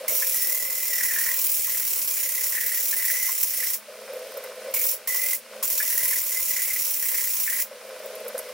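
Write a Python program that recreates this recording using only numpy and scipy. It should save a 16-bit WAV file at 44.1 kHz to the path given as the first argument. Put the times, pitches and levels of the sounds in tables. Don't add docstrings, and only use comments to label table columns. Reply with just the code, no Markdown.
import sys
import numpy as np
from scipy import signal
from scipy.fft import rfft, irfft, next_fast_len
from scipy.io import wavfile
from scipy.ndimage import uniform_filter1d

SR = 44100
rng = np.random.default_rng(int(sys.argv[2]) if len(sys.argv) > 2 else 0)


def to_wav(sig):
    pcm = np.clip(np.atleast_2d(sig), -1, 1) * 32767
    pcm = np.round(pcm).astype(np.int16)
    wavfile.write(sys.argv[1], SR, pcm.T)


N = 376160
TIME = np.arange(N) / SR


def from_db(db):
    return 10 ** (np.asarray(db) / 20)


def rms_one(x):
    return x / np.sqrt(np.mean(abs(x) ** 2) + 1e-20)


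def in_time(rows):
    s, *columns = np.transpose(rows)
    return [np.interp(TIME, s, c) for c in columns]


def at_hz(points, hz):
    f, value = np.transpose(points)
    return np.interp(np.log(np.maximum(hz, 1)), np.log(f), value)


def filtered(x, order, hz, kind="low"):
    return signal.sosfilt(signal.butter(order, hz, kind, fs=SR, output="sos"), x)


def drift(rate):
    step = 40
    r = np.exp(-2 * step * np.pi * rate / SR)
    noise = rng.standard_normal(N // step + 2002)
    slow = signal.lfilter([1], [1, -2 * r, r * r], noise)[2000:]
    return np.interp(np.arange(N) / step, np.arange(len(slow)), rms_one(slow))


def grains(per_s, spread_db):
    size_db = spread_db * np.minimum(rng.exponential(1, (2, N)), 4)
    sizes = from_db(size_db) * rng.choice([-1, 1], (2, N))
    return rms_one(sizes * (rng.random((2, N)) < per_s / SR))


def resonate(x, hz, width):
    r = np.exp(-np.pi * width / SR)
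    zeros = np.array([1, 0, -1]) * (1 - r * r) / 2
    poles = [1, -2 * r * np.cos(2 * np.pi * hz / SR), r * r]
    return signal.lfilter(zeros, poles, x + 1e-18)


def colour(x, spectrum):
    size = next_fast_len(N)
    hz = np.arange(size // 2 + 1) * SR / size
    gain = rms_one(from_db(at_hz(spectrum, hz)))
    return irfft(rfft(x, size) * gain, size)[..., :N]


def spread(pair, likeness):
    size = next_fast_len(N)
    hz = np.arange(size // 2 + 1) * SR / size
    alike = np.clip(at_hz(likeness, hz), 0, 1)
    side_gain = np.sqrt((1 - alike) / (1 + alike))
    side = irfft(rfft(pair[1], size) * side_gain, size)[:N]
    return np.array([pair[0] + side, pair[0] - side])


def burst(start, rise, decay):
    out, first = np.zeros(N), int(start * SR)
    age = TIME[:min(N - first, SR // 4)]
    shape = (1 - np.exp(-age / rise)) * np.exp(-age / decay)
    out[first:first + len(age)] = shape / shape.max()
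    return out


def gate(start, length, attack, release):
    rise = np.clip((TIME - start) / attack, 0, 1)
    return rise * np.exp(-np.maximum(TIME - start - length, 0) / release)


def sidebands(pair, width_hz):
    return rms_one(filtered(pair[0] + 1j * pair[1], 2, width_hz))


def echoes(x, t60, wet_db):
    age = TIME[:SR // 3]
    tail = rng.standard_normal((2, len(age))) * from_db(-60 * age / t60) * (age > .001)
    tail /= np.sqrt(np.sum(tail ** 2, axis=1, keepdims=True))
    return x + from_db(wet_db) * signal.fftconvolve(x, tail, axes=1)[:, :N]


def background(hum_hz=212.6, hum_db=-68, rumble_db=-74):
    hum = np.sqrt(2) * from_db(hum_db + drift(0.58)) * np.sin(2 * np.pi * hum_hz * TIME)
    mid, side = filtered(rng.standard_normal((2, N)), 2, [70, 400], "band")
    rumble = rms_one(mid + from_db(-29) * side * [[1], [-1]])
    return rumble * from_db(rumble_db) + hum


def water_flow(trickle_db=-54, swell_share=0.58, stop_s=0.033, runoff_db=-7, runoff_s=0.78):
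    # start_s, length_s, drumming_db
    pours = [(-.15, 0.27, -41), (3.748, 0.75, -42), (4.519, 0.19, -40.5), (5.483, 0.12, -44.5),
             (7.6, 0.91, -41)]
    power = from_db(trickle_db) ** 2
    for start, length, db in pours:
        swell = swell_share * length
        pour = gate(start, length, swell, stop_s)
        runoff = from_db(runoff_db) * gate(start, length, swell, runoff_s)
        power = power + (from_db(db) * (pour + runoff)) ** 2
    return 10 * np.log10(power)


def basin(x):
    # pitch_hz, width_hz, relative_db
    floor_modes = [(432.4, 21, -7.5), (491.6, 41, -0.5), (519.3, 43, 2), (602, 43.5, -4.5),
                   (643.4, 31, -4.5)]
    rings = sum((-1) ** k * from_db(db) * resonate(x, hz, width)
                for k, (hz, width, db) in enumerate(floor_modes))
    return filtered(rings, 2, 340, "high")


def splash_ring(x, width_hz=84):
    # pitch_hz, relative_db
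    high_modes = [(805, 1), (945, 2), (1045, 5.5), (1270, 3.5), (1500, 4.5), (2030, 1.5), (2400, -0.5),
                  (5280, -0.5)]
    rings = sum((-1) ** k * from_db(db) * resonate(x, hz, width_hz)
                for k, (hz, db) in enumerate(high_modes))
    return rms_one(filtered(rings, 2, 600, "high"))


def fizz(decay_s=0.0027, fizz_hz=14000, relative_db=-9.5):
    clicks = abs(grains(per_s=72, spread_db=0)[0])
    ticks = signal.lfilter([1], [1, -np.exp(-1 / (decay_s * SR))], clicks + 1e-18)
    noise = ticks * rng.standard_normal((2, N))
    return from_db(relative_db) * rms_one(resonate(noise, fizz_hz, 2000))


def stream(spray_follow=0.35, usual_splash_db=-44, usual_pour_db=-37,
           patter_db=-6.5, whistle_hz=9400, whistle_width_hz=410, whistle_db=-11.5):
    # pitch_hz, width_hz, db_against_spray
    low_notes = [(215.1, 3.2, -24.5), (235.9, 2.1, -23.5)]
    # frequency_hz, relative_db_per_hz
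    spray_spectrum = [(750, -5), (1100, -3), (2300, 0), (3500, -4), (5300, -5), (7000, -9), (15000, -12)]
    water_db = water_flow()
    above_usual_db = water_db - usual_pour_db
    impacts = grains(per_s=900, spread_db=3.0)
    drum = from_db(water_db) * rms_one(basin(impacts))
    boom = sum(from_db(db) * rms_one(resonate(resonate(impacts, hz, 2 * width), hz, 2 * width))
               for hz, width, db in low_notes)
    spray = colour(grains(per_s=14000, spread_db=1.5), spray_spectrum)
    spray = filtered(spray, 2, 450, "high")
    patter = from_db(patter_db) * splash_ring(grains(per_s=250, spread_db=4.0))
    whistle = resonate(rng.standard_normal((2, N)), whistle_hz, whistle_width_hz)
    whistle = from_db(whistle_db) * rms_one(whistle)
    splashing = spray + patter + boom + whistle + from_db(above_usual_db) * fizz()
    return drum + from_db(usual_splash_db + spray_follow * above_usual_db) * splashing


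def pad_motion(bite_s=0.0013, release_s=0.02):
    # touch_s, lift_s, usual_rasp_db
    pad_strokes = [(.079, 3.748, -26.6), (4.738, 4.935, -26), (5.073, 5.348, -26.8), (5.626, 7.622, -26.4)]
    # time_s, slips_per_s
    slip_rates = [
        [(0.08, 43.6), (0.44, 39), (1.75, 39.4), (2.11, 32.3), (2.77, 36.9), (3.75, 29.5)],
        [(4.74, 40), (5.2, 43.4), (7.06, 33.2), (7.62, 29.2)],
    ]
    rate, = in_time(np.concatenate(slip_rates))
    force, contact, cycles = np.zeros((3, N))
    for touch, lift, db in pad_strokes:
        on = gate(touch, lift - touch, bite_s, release_s)
        force, contact = force + from_db(db) * on, contact + on
        sliding = (TIME >= touch) * (TIME < lift)
        cycles = np.where(TIME >= touch, np.cumsum(rate * sliding) / SR, cycles)
    return force, contact, cycles


def per_slip(cycles):
    return np.clip(rng.standard_normal(int(cycles.max()) + 1), -2, 2)[cycles.astype(int)]


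def slip_swing(cycles):
    # share_of_cycle, relative_db
    slip_shape = [(0, -1), (.14, 3.5), (.4, 1.33), (.68, -1), (.83, 1), (.93, -2), (1, -2)]
    return np.interp(cycles % 1, *np.transpose(slip_shape)) + 0.89 * per_slip(cycles)


def rim_load(light_db=-54.5, light_hz=2110, light_roughness=0.75,
             attack_s=0.037, release_s=0.027, glide_hz=94.68):
    # start_s, length_s, ring_db, mid_press_pitch_hz, roughness
    hand_presses = [(0.04, 0.037, -36, 2044, 0.54), (0.302, 0.62, -42, 1998, .35),
                    (0.894, 0.16, -36, 1950, 0.53), (1.069, .25, -34.5, 1850, 0.72),
                    (1.642, 0.19, -42, 1978, 0.92), (2.136, .33, -42, 2010, 0.74),
                    (2.499, 0.29, -38.5, 1940, 0.86), (2.949, 0.36, -36, 1985, 0.59),
                    (3.499, 0.19, -42, 1960, 0.92), (4.71, 0.09, -39.5, 2290, 1.03),
                    (5.04, 0.1, -36.5, 1975, 0.22), (5.161, 0.17, -35.5, 2030, .2),
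                    (5.799, 0.38, -39, 1960, 0.88), (6.291, 0.1, -40, 2030, .5),
                    (6.468, 0.29, -40.5, 2060, 0.85), (6.996, 0.25, -40.5, 1990, 0.92),
                    (7.446, 0.15, -38, 2000, .95)]
    level = np.full(N, from_db(light_db))
    pull, grate = level * light_hz, level * light_roughness
    for start, length, db, hz, rough in hand_presses:
        press = from_db(db) * gate(start, length, attack_s, release_s)
        progress = np.clip((TIME - start) / length, 0, 1)
        level = level + press
        pull = pull + press * (hz + glide_hz * (progress - .5))
        grate = grate + press * rough
    return level, pull / level, np.clip(grate / level, 0, 1)


def rim_ring(contact, cycles, flutter_hz=60, waver=0.61, scrape_hz=160, skirt_hz=600, skirt=0.57,
             pulse_db=1.2, sag_hz=45, chirp_hz=110):
    level, mean_hz, rough = rim_load()
    hard = per_slip(cycles)
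    pump_db = pulse_db * hard + (1.3 + rough) * (slip_swing(cycles) - 2)
    pumping = uniform_filter1d(from_db(pump_db), size=200)
    bend = uniform_filter1d(chirp_hz * (cycles % 1 - .5) - sag_hz * hard, size=200)
    sing = 1 + waver * sidebands(rng.standard_normal((2, N)), flutter_hz)
    grit = grains(per_s=2700, spread_db=0.5)
    scrape = sidebands(rng.standard_normal((2, N)), scrape_hz)
    scrape = rms_one(scrape + skirt * sidebands(grit, skirt_hz))
    mode = np.exp(2j * np.pi * np.cumsum(mean_hz + (1 + rough) / 2 * bend) / SR)
    swing = np.sqrt(1 - rough ** 2) * sing + rough * scrape
    ring = np.sqrt(2) * np.real(swing * mode)
    return filtered(ring * pumping * level * contact, 6, 1480, "high")


def bumps(rise_s=0.0027, decay_s=0.015, thud_db=-9, hollow_hz=1070):
    # time_s, relative_db
    mouth_knocks = [(.076, -43), (.215, -40), (1.675, -38.5), (3.288, -34), (4.737, -37), (5.075, -37),
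                    (5.144, -36), (5.622, -34.5)]
    push = sum(from_db(db) * burst(s, rise_s, decay_s) for s, db in mouth_knocks)
    hollow = np.sin(2 * np.pi * np.cumsum(hollow_hz + 35 * drift(300)) / SR)
    thud = rms_one(filtered(rng.standard_normal(N), 2, [800, 1700], "band"))
    return push * (hollow + from_db(thud_db) * thud) / np.sqrt(2)


def rasp(force, cycles, shift_db=3.4, patchy_db=2.0, direct_db=0.91):
    # time_s, extra_db
    hard_bites = [(1.75, 2.5), (2.492, 0), (3.429, 9.5), (5.777, 4.5), (6.492, 4.5), (7.615, 5)]
    # frequency_hz, relative_db_per_hz
    grit_spectrum = [(1100, -27.5), (2400, -12.5), (3700, -15), (4800, -11.5), (5800, -8), (8500, -6.5),
                     (11000, -4), (13500, 0), (15500, 0)]
    # pitch_hz, width_hz, mean_level_db
    bottle_modes = [(1050, 25, -63.5), (2420, 13, -55.5), (5450, 150, -54), (5710, 250, -53),
                    (6930, 110, -53), (7470, 50, -57.5), (10310, 290, -49.5), (15500, 380, -41.5)]
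    bite_db = sum(db * burst(s, 0.0025, 0.0077) for s, db in hard_bites)
    chip_db = slip_swing(cycles) + bite_db + 1.03 * drift(97)
    chips = grains(per_s=20000, spread_db=0.5) * force * from_db(chip_db)
    direct = colour(chips, grit_spectrum)
    patches = sum((from_db(patchy_db * per_slip(cycles)) - 1) * resonate(direct, hz, 780)
                  for hz in np.geomspace(5500, 15000, 7))
    direct = direct + patches
    glass = sum(from_db(db + shift_db * drift(2)) * rms_one(resonate(chips, hz, width))
                for hz, width, db in bottle_modes)
    return filtered(from_db(direct_db) * direct + glass, 3, 800, "high")


def squeaks(width_share=0.033, attack_s=0.0087, release_s=0.016):
    # start_s, length_s, level_db, pitch_hz
    caught_modes = [(.12, 0.086, -39, 5760), (0.373, 0.087, -40, 5460), (3.072, 0.24, -40, 5890),
                    (4.738, 0.17, -33, 13800), (.6, .7, -45.5, 5410), (6.472, 0.18, -42, 6800)]
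    out = np.zeros((2, N))
    for start, length, db, hz in caught_modes:
        first, width = int(start * SR), width_share * hz
        part = slice(first, first + SR // 2)
        ring = resonate(resonate(rng.standard_normal((2, SR // 2)), hz, width), hz, width)
        out[:, part] += from_db(db) * rms_one(ring) * gate(start, length, attack_s, release_s)[part]
    return out


def snags(jitter_hz=65, sag_hz_per_db=15, chirp_hz_per_s=3500, light_hz=1997, light_db=-35.5,
          rise_s=0.0033, decay_s=0.011, scuff_db=-7):
    # time_s, relative_db
    pad_catches = [(0.222, -22), (1.005, -25.5), (1.05, -28), (1.101, -32), (1.181, -23), (1.26, -23),
                   (1.283, -25.5), (2.523, -28), (2.576, -23.5), (2.622, -28.5), (2.738, -29),
                   (2.927, -22.5), (3.04, -28), (3.097, -24.5), (3.15, -26), (3.624, -26), (5.801, -18),
                   (6.126, -23.5), (7.03, -29), (7.141, -27), (7.475, -21.5), (7.522, -26.5),
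                   (7.587, -29.5)]
    out, age = np.zeros(N), TIME[:SR // 10]
    shape = burst(0, rise_s, decay_s)[:len(age)]
    pitch = light_hz + jitter_hz * drift(370)
    scuff = rms_one(filtered(grains(per_s=3700, spread_db=0.0)[0], 3, [1550, 2400], "band"))
    for s, db in pad_catches:
        part = slice(int(s * SR), int(s * SR) + len(age))
        hz = pitch[part] - sag_hz_per_db * (db - light_db) + chirp_hz_per_s * (age - decay_s)
        squawk = np.sin(2 * np.pi * np.cumsum(hz) / SR)
        out[part] += from_db(db) * shape * (squawk + from_db(scuff_db) * scuff[part]) / 2
    return out


def splats(rise_s=0.0037, decay_s=0.016, gulp_hz=535.4, waver_hz=34.47):
    # time_s, thud_db, splash_db
    water_lumps = [(3.884, -36, -60), (4.094, -29, -47), (4.152, -30.5, -47), (4.362, -28.5, -44),
                   (4.435, -44, -41), (4.680, -26.5, -47), (7.711, -34, -47), (8.258, -27.5, -43.5),
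                   (8.343, -24.5, -45)]
    thud, shower = np.zeros((2, N))
    for s, db, splash_db in water_lumps:
        shape = burst(s, rise_s, decay_s)
        thud, shower = thud + from_db(db) * shape, shower + from_db(splash_db) * shape
    gulp = np.sin(2 * np.pi * np.cumsum(gulp_hz + waver_hz * drift(98)) / SR)
    gulp = filtered(thud * gulp, 4, 420, "high")
    return gulp + shower * splash_ring(grains(per_s=3000, spread_db=1.0)[0])


def drops(width_hz=2200, decay_s=0.0062):
    # time_s, level_db, pitch_hz
    drop_bursts = [(4.133, -32, 14000), (4.168, -33, 13500), (4.3725, -26, 14200), (4.4389, -27, 12800),
                   (8.059, -27, 15000), (8.1534, -29.5, 12300), (8.281, -23, 13000), (8.379, -19.5, 11100),
                   (8.389, -18, 11200)]
    out, age = np.zeros((2, N)), TIME[:SR // 30]
    for s, db, hz in drop_bursts:
        noise = rng.standard_normal((2, len(age))) * np.exp(-age / decay_s)
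        spit = resonate(noise, hz, width_hz)
        first = int(s * SR)
        out[:, first:first + len(age)] += (from_db(db) * spit / abs(spit).max())[:, :N - first]
    return out


def scene():
    # time_s, db_above_usual
    cutting = [(.26, 2.4), (.6, -1.6), (1.25, 2), (1.9, 0.3), (3.28, 0.5), (3.34, -0.5), (4.8, 1),
               (5.8, 0.8), (6.7, -0.1)]
    # frequency_hz, likeness
    rasp_likeness = [(3500, 1), (5500, 0.66), (8000, 0.52), (14000, 0.25)]
    water_likeness = [(2000, 1), (3500, 0.85), (14000, 0)]
    water = spread(stream(), water_likeness)
    force, contact, cycles = pad_motion()
    ringing = rim_ring(contact, cycles) + bumps() + snags()
    firmness_db, = in_time(cutting)
    grit = rasp(force * from_db(firmness_db), cycles) + contact * squeaks()
    near = echoes(grit + drops(), t60=0.059, wet_db=-12)
    sanding = spread(near, rasp_likeness) * from_db([[-.85], [.05]])
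    return background() + water + ringing + sanding + splats()


def record(dry):
    return signal.sosfilt(signal.ellip(12, .2, 80, 15800, fs=SR, output="sos"), dry)


dry = scene()
out = record(dry)
to_wav(out)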